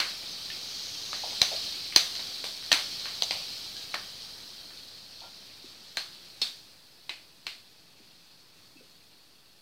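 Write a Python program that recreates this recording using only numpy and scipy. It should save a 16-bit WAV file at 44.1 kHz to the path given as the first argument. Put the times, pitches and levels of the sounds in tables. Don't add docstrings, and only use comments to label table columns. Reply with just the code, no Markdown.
import sys
import numpy as np
from scipy import signal
from scipy.fft import rfft, irfft, next_fast_len
from scipy.io import wavfile
from scipy.ndimage import uniform_filter1d

SR = 44100
rng = np.random.default_rng(int(sys.argv[2]) if len(sys.argv) > 2 else 0)


def materialize(psi):
    bounded = np.clip(np.atleast_2d(psi).T, -1, 1)
    quanta = np.round(bounded * 32767).astype(np.int16)
    wavfile.write(sys.argv[1], SR, quanta)


def makeup_ratio(level_db):
    decades = np.asarray(level_db, float) / 20
    return 10 ** decades


N = 423801

# f/Hz, spectral level/dB
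ROARING_MURMUR = [(15, -34), (25, -2), (27, -1), (103, 3.5), (586, -1), (814, -1.5), (1010, -5.5),
                  (2000, -3.5), (2600, -36), (4400, -120)]
# f/Hz, spectral level/dB
HUSHED_MURMUR = [(15, -46), (25, -16), (128, -3), (202, -6), (257, -6.5), (303, -4.5), (391, -8),
                 (2000, -14.5), (2600, -33), (4400, -120)]
# start t/s, end t/s, f/Hz, level/dB
BURNER_HUM = (7.5, 9.5, 171, -75)
# t/s, fizz level/dB
BOIL = [(0.0, -37), (0.3, -40), (0.56, -39), (1.1, -39), (1.31, -36.5), (1.58, -34.5), (1.93, -39.5),
        (2.14, -37), (2.6, -41), (2.9, -37.5), (3.45, -39), (4.31, -45), (4.92, -49), (6.45, -51.5),
        (6.82, -57), (7.7, -58.5), (8.7, -58.5), (9.61, -61)]
# level/dB at a boil of -50 dB, slope/(dB per dB of boil)
FOLLOW = dict(fizz=(-50.5, 1), murmur=(-62.5, 0.55), spray=(-57.5, 0.65))
# f/Hz, spectral level/dB
LIVELY_FIZZ = [(710, -32), (1200, -17), (1920, -22), (2230, -11), (2830, -10), (3160, -4), (3450, -5),
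               (4310, 3.5), (5380, -3.5), (5820, -8.5), (6300, -11.5), (7050, -17.5), (8000, -18),
               (10400, -43), (17600, -120)]
# f/Hz, spectral level/dB
SETTLED_FIZZ = [(710, -46), (1200, -20), (1990, -14), (2110, -11), (2610, -6), (3040, -7.5), (3420, -4),
                (4040, -3), (4310, 2.5), (5730, -9.5), (8000, -18.5), (10400, -51), (17600, -120)]
# f/Hz, spectral level/dB
SPRAY = [(3820, -17), (6500, -16), (7200, -11), (8300, -3.5), (10300, -6), (15100, -7), (15800, -11),
         (15950, -48)]
# start t/s, end t/s, level/dB
LULLS = [
    (4.9, 5.95, -1.5),
    (7.75, 8.55, -1),
]
# start t/s, end t/s, low f/Hz, high f/Hz, level/dB
VENTS = [
    (.45, 1.498, 5130, 6630, -48),
    (2.609, 3.1, 4900, 6000, -53),
]
# t/s, peak level/dB, f/Hz, decay time T60/s
KNOCKS = [(1.234, -37, 750, 0.22), (1.261, -49, 616, 0.11), (1.319, -41.5, 780, 0.13),
          (1.515, -34.5, 630, 0.22), (5.213, -51, 850, 0.17), (5.233, -47.5, 790, 0.2),
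          (5.264, -53, 797, 0.12), (5.637, -43.5, 292, 0.12), (7.951, -52, 390, 0.11),
          (7.994, -54, 297, 0.21), (8.752, -54.5, 268, 0.23), (8.799, -53, 444, 0.18)]
# t/s, level/dB, direction (sign)
PUFFS = [
    (1.4185, -27, -1),
    (1.963, -29, 1),
    (2.729, -34, -1),
    (3.223, -51, 1),
    (5.973, -45, -1),
    (6.419, -58, 1),
    (7.096, -52, 1),
    (7.470, -48, 1),
]
# t/s, level/dB, f/Hz, decay time T60/s
WALL_RINGS = [(.315, -42, 6150, .15), (.501, -36, 1790, 0.067), (1.13, -32, 1235, 0.04),
              (1.4175, -2.5, 4110, 0.016), (1.416, -24.5, 2345, 0.055), (3.942, -33, 703, 0.044),
              (7.468, -51.5, 493, 0.05), (5.971, -30, 4240, 0.14), (1.9625, -6, 4080, 0.033),
              (1.962, -19.5, 347, 0.019), (2.716, -20.5, 1830, 0.072), (2.717, -12, 3200, 0.035),
              (3.2225, -6, 3320, 0.0062), (3.309, -14.5, 3160, 0.011), (3.309, -17.5, 4820, .015),
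              (3.76, -51, 1640, 0.32), (5.235, -52, 1385, 0.25), (5.97, -39.5, 1610, 0.2),
              (6.417, -28.5, 3660, 0.23), (6.418, -20.5, 4300, 0.079), (6.418, -36.5, 480, 0.035),
              (6.419, -47.5, 225, .15), (6.417, -25.5, 5290, 0.1), (6.417, -38, 2680, 0.15),
              (7.094, -38, 2530, 0.2), (7.094, -45, 2020, .23), (7.094, -28, 3920, 0.037),
              (7.468, -35.5, 2700, 0.097), (8.77, -53, 2620, 0.17)]
# delay t/s, level/dB
WALL_ECHOES = [
    (.0108, -15),
    (.0135, -16),
    (.019, -20),
]
# f/Hz, width/Hz
CAVITY = (667, 535)
# f/Hz, width/Hz, level/dB
PRESENCE = [(3610, 670, 15), (4186, 1380, 26.5), (4630, 610, -33)]
KITCHEN_T60 = dict(crack=0.42, spray=0.45, edge=0.35, shell=0.32, husk=0.37, cavity=0.36, boom=0.18)
# t/s, shell peak level/dB, relative to it husk level/dB, pan cavity level/dB
SPLATS = [(0.2257, -44, -17, -3), (0.5009, -31, -22, -34), (1.1298, -33.5, 0, -3), (1.9232, -31, -11, -27),
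          (2.153, -39, -4, -11), (2.1935, -37, -4, -4.5), (2.6244, -40.5, -4, -20),
          (3.055, -31.5, -2, -8.5), (3.7004, -47, -20, -20), (4.7037, -49, 3, -18), (5.4984, -46, -17, -19)]
# t/s, shell (2-3.3 kHz) peak level/dB,
# relative to it husk (1-2 kHz) level/dB, pan cavity level/dB, kitchen echo level/dB
THUDS = [(0.0004, -21, -2, -11, -4.5), (1.4148, -17.5, -6.5, -7.5, -9.5), (1.9602, -13, -3.5, -8, -12),
         (2.4401, -30, -4.5, -2, -9.5), (2.7159, -13.5, -4.5, -9, -7.5), (2.7274, -15, -11, -24, -10.5),
         (3.2213, -27.5, -25, 2, -13.5), (3.3084, -22.5, -27, -4.5, -7), (3.9407, -24, 1.5, -3.5, -10),
         (5.9707, -23.5, -1.5, -8.5, -11), (6.4153, -32, -6.5, -10, -2.5), (7.0924, -26.5, -11.5, -13, -8),
         (7.4664, -25.5, -9, -16.5, -9)]
# t/s, peak level/dB
TICKS = [(0.225, -39), (0.502, -28), (1.13, -22), (1.3616, -28), (1.5723, -40), (1.7704, -34), (2.152, -26),
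         (2.195, -31), (2.6618, -30), (2.996, -30), (3.061, -36), (3.296, -29), (3.766, -27), (4.2188, -34),
         (4.7735, -32), (4.923, -43), (5.2045, -34.5)]
TICK = dict(length_ms=2.3, echo_db=-9.5, spray_db=-34, edge_db=-35)
# t/s, peak level/dB, burst length/ms, kitchen echo level/dB,
# edge (5-7 kHz) level/dB
CRACKS = [(0.001, -16, 6.8, -8, -21), (1.4157, -5.5, 2.2, -14.5, -5), (1.961, 2.5, 2.26, -18, -6),
          (2.4415, -22, 2.8, -5.5, -25), (2.7162, -12, 5.8, -3.5, -13), (2.7273, -4, 2, -28, -30),
          (3.222, -10, 0.99, -16.5, -17), (3.3084, -20.5, 1.3, -6.5, -18), (3.942, -21, 5.6, -12, -23),
          (5.97, -16.5, 3.7, -10.5, -23), (6.4155, -16.5, 6.7, -7, -24), (7.0933, -29, 6.6, -6.5, -33),
          (7.4665, -23, 3.4, -9, -38)]
# f/Hz, spectral level/dB
PARTING = [(18, -39), (30, -8), (537, -4), (3190, -3), (3640, -19), (4860, -1), (15800, -11)]


def evened(x):
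    return x / np.sqrt(np.mean(x ** 2) + 1e-20)


def read(points, hz):
    f, value = np.transpose(points)
    return np.interp(np.log(hz + 1), np.log(f + 1), value)


def add(mix, s, sound):
    part = mix[max(round(s * SR), 0):][:len(sound)]
    part += sound[:len(part)]


def resonate(x, hz, width):
    return signal.lfilter(*signal.iirpeak(hz, hz / width, SR), x)


def band(x, lo_hz, hi_hz):
    sos = signal.butter(4, [lo_hz, min(hi_hz, 16000)], "band", fs=SR, output="sos")
    return signal.sosfilt(sos, x)


def coloured(x, spectrum):
    size = next_fast_len(N)
    gain = makeup_ratio(read(spectrum, np.fft.rfftfreq(size, 1 / SR)))
    return evened(irfft(rfft(x, size) * gain, size)[:N])


def patchy(patchy_db, flicker_db):
    a, b, patches = rng.standard_normal((N // 128 + 5, 257, 3)).T
    flicker = evened(uniform_filter1d(patches[0], size=6))
    patches = uniform_filter1d(patches, size=8, axis=0)
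    patches = evened(uniform_filter1d(patches, size=20, axis=1))
    z = (a + 1j * b) * makeup_ratio(patchy_db * patches + flicker_db * flicker)
    return evened(signal.istft(z, nperseg=512, noverlap=384)[1][:N])


def level(layer):
    base_db, slope = FOLLOW[layer]
    s, boil_db = np.transpose(BOIL)
    return makeup_ratio(base_db + slope * (np.interp(np.arange(N) / SR, s, boil_db) + 50))


def settling(early, late):
    settled = np.clip((np.arange(N) / SR - 4.5) / 3.4, 0, 1)
    return (1 - settled) * early + settled * late


def murmur():
    rumble = patchy(patchy_db=.5, flicker_db=.1)
    shaped = settling(coloured(rumble, ROARING_MURMUR), coloured(rumble, HUSHED_MURMUR))
    return makeup_ratio(2.14) * level("murmur") * shaped


def hum(start, end, hz, db):
    t = np.arange(0, end - start, 1 / SR)
    return makeup_ratio(db) * np.sin(2 * np.pi * hz * t) * signal.windows.tukey(len(t), .5)


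def bubbles(per_s, spread_db):
    size = makeup_ratio(spread_db * np.minimum(rng.exponential(1, N), 5)) * rng.choice([-1., 1.], N)
    return evened(size * (rng.random(N) < per_s / SR))


def singing(per_s, width, count):
    size = makeup_ratio(2.5 * np.minimum(rng.exponential(1, N), 3)) * (rng.random(N) < per_s / SR)
    kind = rng.integers(0, count, N)
    pitches = np.linspace(900, 7000, count) + rng.uniform(-65, 66, count)
    return evened(sum(resonate(size * (kind == k), hz, width) for k, hz in enumerate(pitches)))


def in_pan(x, echo_db):
    taps = makeup_ratio(echo_db) * rng.standard_normal(1500) * (rng.random(1500) < .04)
    taps[:400] = 0
    taps[0] = 1
    return signal.oaconvolve(x, taps)[:N]


def thinning():
    t = np.arange(N) / SR
    dips_db = sum(db * ((t > a) & (t < b)) for a, b, db in LULLS)
    return makeup_ratio(uniform_filter1d(dips_db, size=2000))


def spray(bursts):
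    drive = 0.51 * bursts + patchy(patchy_db=0.1, flicker_db=0.3)
    return makeup_ratio(-5.0) * level("spray") * thinning() * coloured(drive, SPRAY)


def fizz(bursts):
    ringing = singing(per_s=2000, width=52, count=48)
    drive = 0.56 * bursts + 0.47 * ringing + patchy(patchy_db=-1.5, flicker_db=1.27)
    drive = in_pan(drive, echo_db=-27)
    shaped = settling(coloured(drive, LIVELY_FIZZ), coloured(drive, SETTLED_FIZZ))
    return makeup_ratio(0.5) * level("fizz") * shaped


def vent(start, end, lo_hz, hi_hz, db):
    jet = evened(band(rng.standard_normal(round((end - start) * SR)), lo_hz, hi_hz))
    return makeup_ratio(db) * jet * signal.windows.tukey(len(jet), .6)


def knock(db, hz, t60, chance):
    t = np.arange(len(chance)) / SR
    width = 0.39 * hz
    hollow = evened(band(resonate(chance[:, 0], hz, width), hz - width, hz + 0.82 * width))
    return makeup_ratio(db - 1.0) * hollow * (1 - np.exp(-t / 0.0011)) * makeup_ratio(-60 * t / t60)


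def puff(db, direction, chance):
    u = np.arange(len(chance)) / SR / 0.00078
    push = np.e * u * np.exp(-u) - 0.15 * (u / 4) * np.exp(1 - u / 4)
    return makeup_ratio(db) * np.sign(direction) * push


def ring(db, hz, t60, chance):
    t = np.arange(len(chance)) / SR
    drift = evened(uniform_filter1d(chance[:, 0], size=300))
    waver = 1 + .6 * (1 - np.exp(-t / .02)) * drift
    return makeup_ratio(db - 60 * t / t60) * (1 - np.exp(-t / 0.00029)) * waver * np.sin(2 * np.pi * hz * t)


def burst(length_ms, echo_db, chance, layers):
    t = np.arange(len(chance)) / SR
    start = t[:1200]
    u = start / (np.clip(length_ms, .5, 6) / 1000)
    tear = chance[:1200, 0] * (1 - np.exp(-start / .0003)) * np.exp(-u ** 2)
    early = np.zeros(len(t))
    add(early, 0, tear)
    smeared = np.exp(-(start / 0.0026) ** 2) * chance[1200:2400, 0]
    for delay, wall_db in WALL_ECHOES:
        add(early, delay, makeup_ratio(wall_db) * smeared)
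    out = np.zeros(len(t))
    for colour, db, t60 in layers:
        direct = colour(early)
        decay = makeup_ratio(-60 * t / t60) + makeup_ratio(2 - 60 * t / 0.02)
        tail = evened(colour(chance[:, 1])) * (1 - np.exp(-t / 0.0045)) * decay
        out += makeup_ratio(db) * (direct / abs(direct).max() + makeup_ratio(echo_db - 7) * tail)
    return out


def body(db, husk_db, cavity_db, echo_db, chance):
    boom_db = -32.5 + 11.5
    return makeup_ratio(db) * burst(1.92, echo_db, chance, [
        (lambda x: band(x, 2064, 3140), 0, KITCHEN_T60["shell"]),
        (lambda x: band(x, 1090, 1937), husk_db, KITCHEN_T60["husk"]),
        (lambda x: resonate(resonate(x, *CAVITY), *CAVITY), cavity_db, KITCHEN_T60["cavity"]),
        (lambda x: resonate(resonate(x, 334, 200), 323, 210), boom_db, KITCHEN_T60["boom"])])


def splat(db, husk_db, cavity_db, chance):
    return body(db, husk_db, cavity_db, echo_db=-5.5, chance=chance)


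def thud(db, husk_db, cavity_db, echo_db, chance):
    return body(db, husk_db, cavity_db, echo_db, chance)


def presence(x):
    return sum(makeup_ratio(db) * resonate(resonate(x, hz, width), hz, width) for hz, width, db in PRESENCE)


def pop(db, length_ms, echo_db, spray_db, edge_db, chance):
    return makeup_ratio(db) * burst(length_ms, echo_db, chance, [
        (presence, 0, KITCHEN_T60["crack"]),
        (lambda x: band(x, 4940, 6360), edge_db, KITCHEN_T60["edge"]),
        (lambda x: band(resonate(x, 6800, 3300), 8500, 21000), spray_db, KITCHEN_T60["spray"])])


def tick(db, chance):
    return pop(db, chance=chance, **TICK)


def crack(db, length_ms, echo_db, edge_db, chance):
    return pop(db, length_ms, echo_db, spray_db=-16.5, edge_db=edge_db, chance=chance)


def scene():
    bursts = bubbles(per_s=2500, spread_db=2.0)
    mix = fizz(bursts) + murmur() + spray(bursts)
    add(mix, BURNER_HUM[0], hum(*BURNER_HUM))
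    for table, source in [(CRACKS, crack), (TICKS, tick), (THUDS, thud), (SPLATS, splat),
                          (WALL_RINGS, ring), (KNOCKS, knock), (PUFFS, puff)]:
        chances = rng.standard_normal((len(table), 14000, 2))
        for (s, *row), chance in zip(table, chances):
            add(mix, s, source(*row, chance))
    for row in VENTS:
        add(mix, row[0], vent(*row))
    return np.array([mix, mix])


def band_limit(x):
    return signal.sosfilt(signal.butter(12, 16520, fs=SR, output="sos"), x)


def record(dry):
    mono = np.tanh(dry[0] / 1.05) * 1.05
    mono = signal.oaconvolve(mono, signal.firwin(255, 16300, fs=SR), "same")
    quick, slow, medium = (abs(uniform_filter1d(mono ** 2, size=n)) for n in (256, 8192, 1024))
    sudden = uniform_filter1d(1. * (quick > 5 * slow), size=2600, origin=600) > 1e-6
    side = makeup_ratio(-30.5) * sudden * np.sqrt(medium) * coloured(rng.standard_normal(N), PARTING)
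    offset = -.0007
    return band_limit(np.array([mono + side, mono - side]) + offset)


dry = scene()
out = record(dry)
materialize(out)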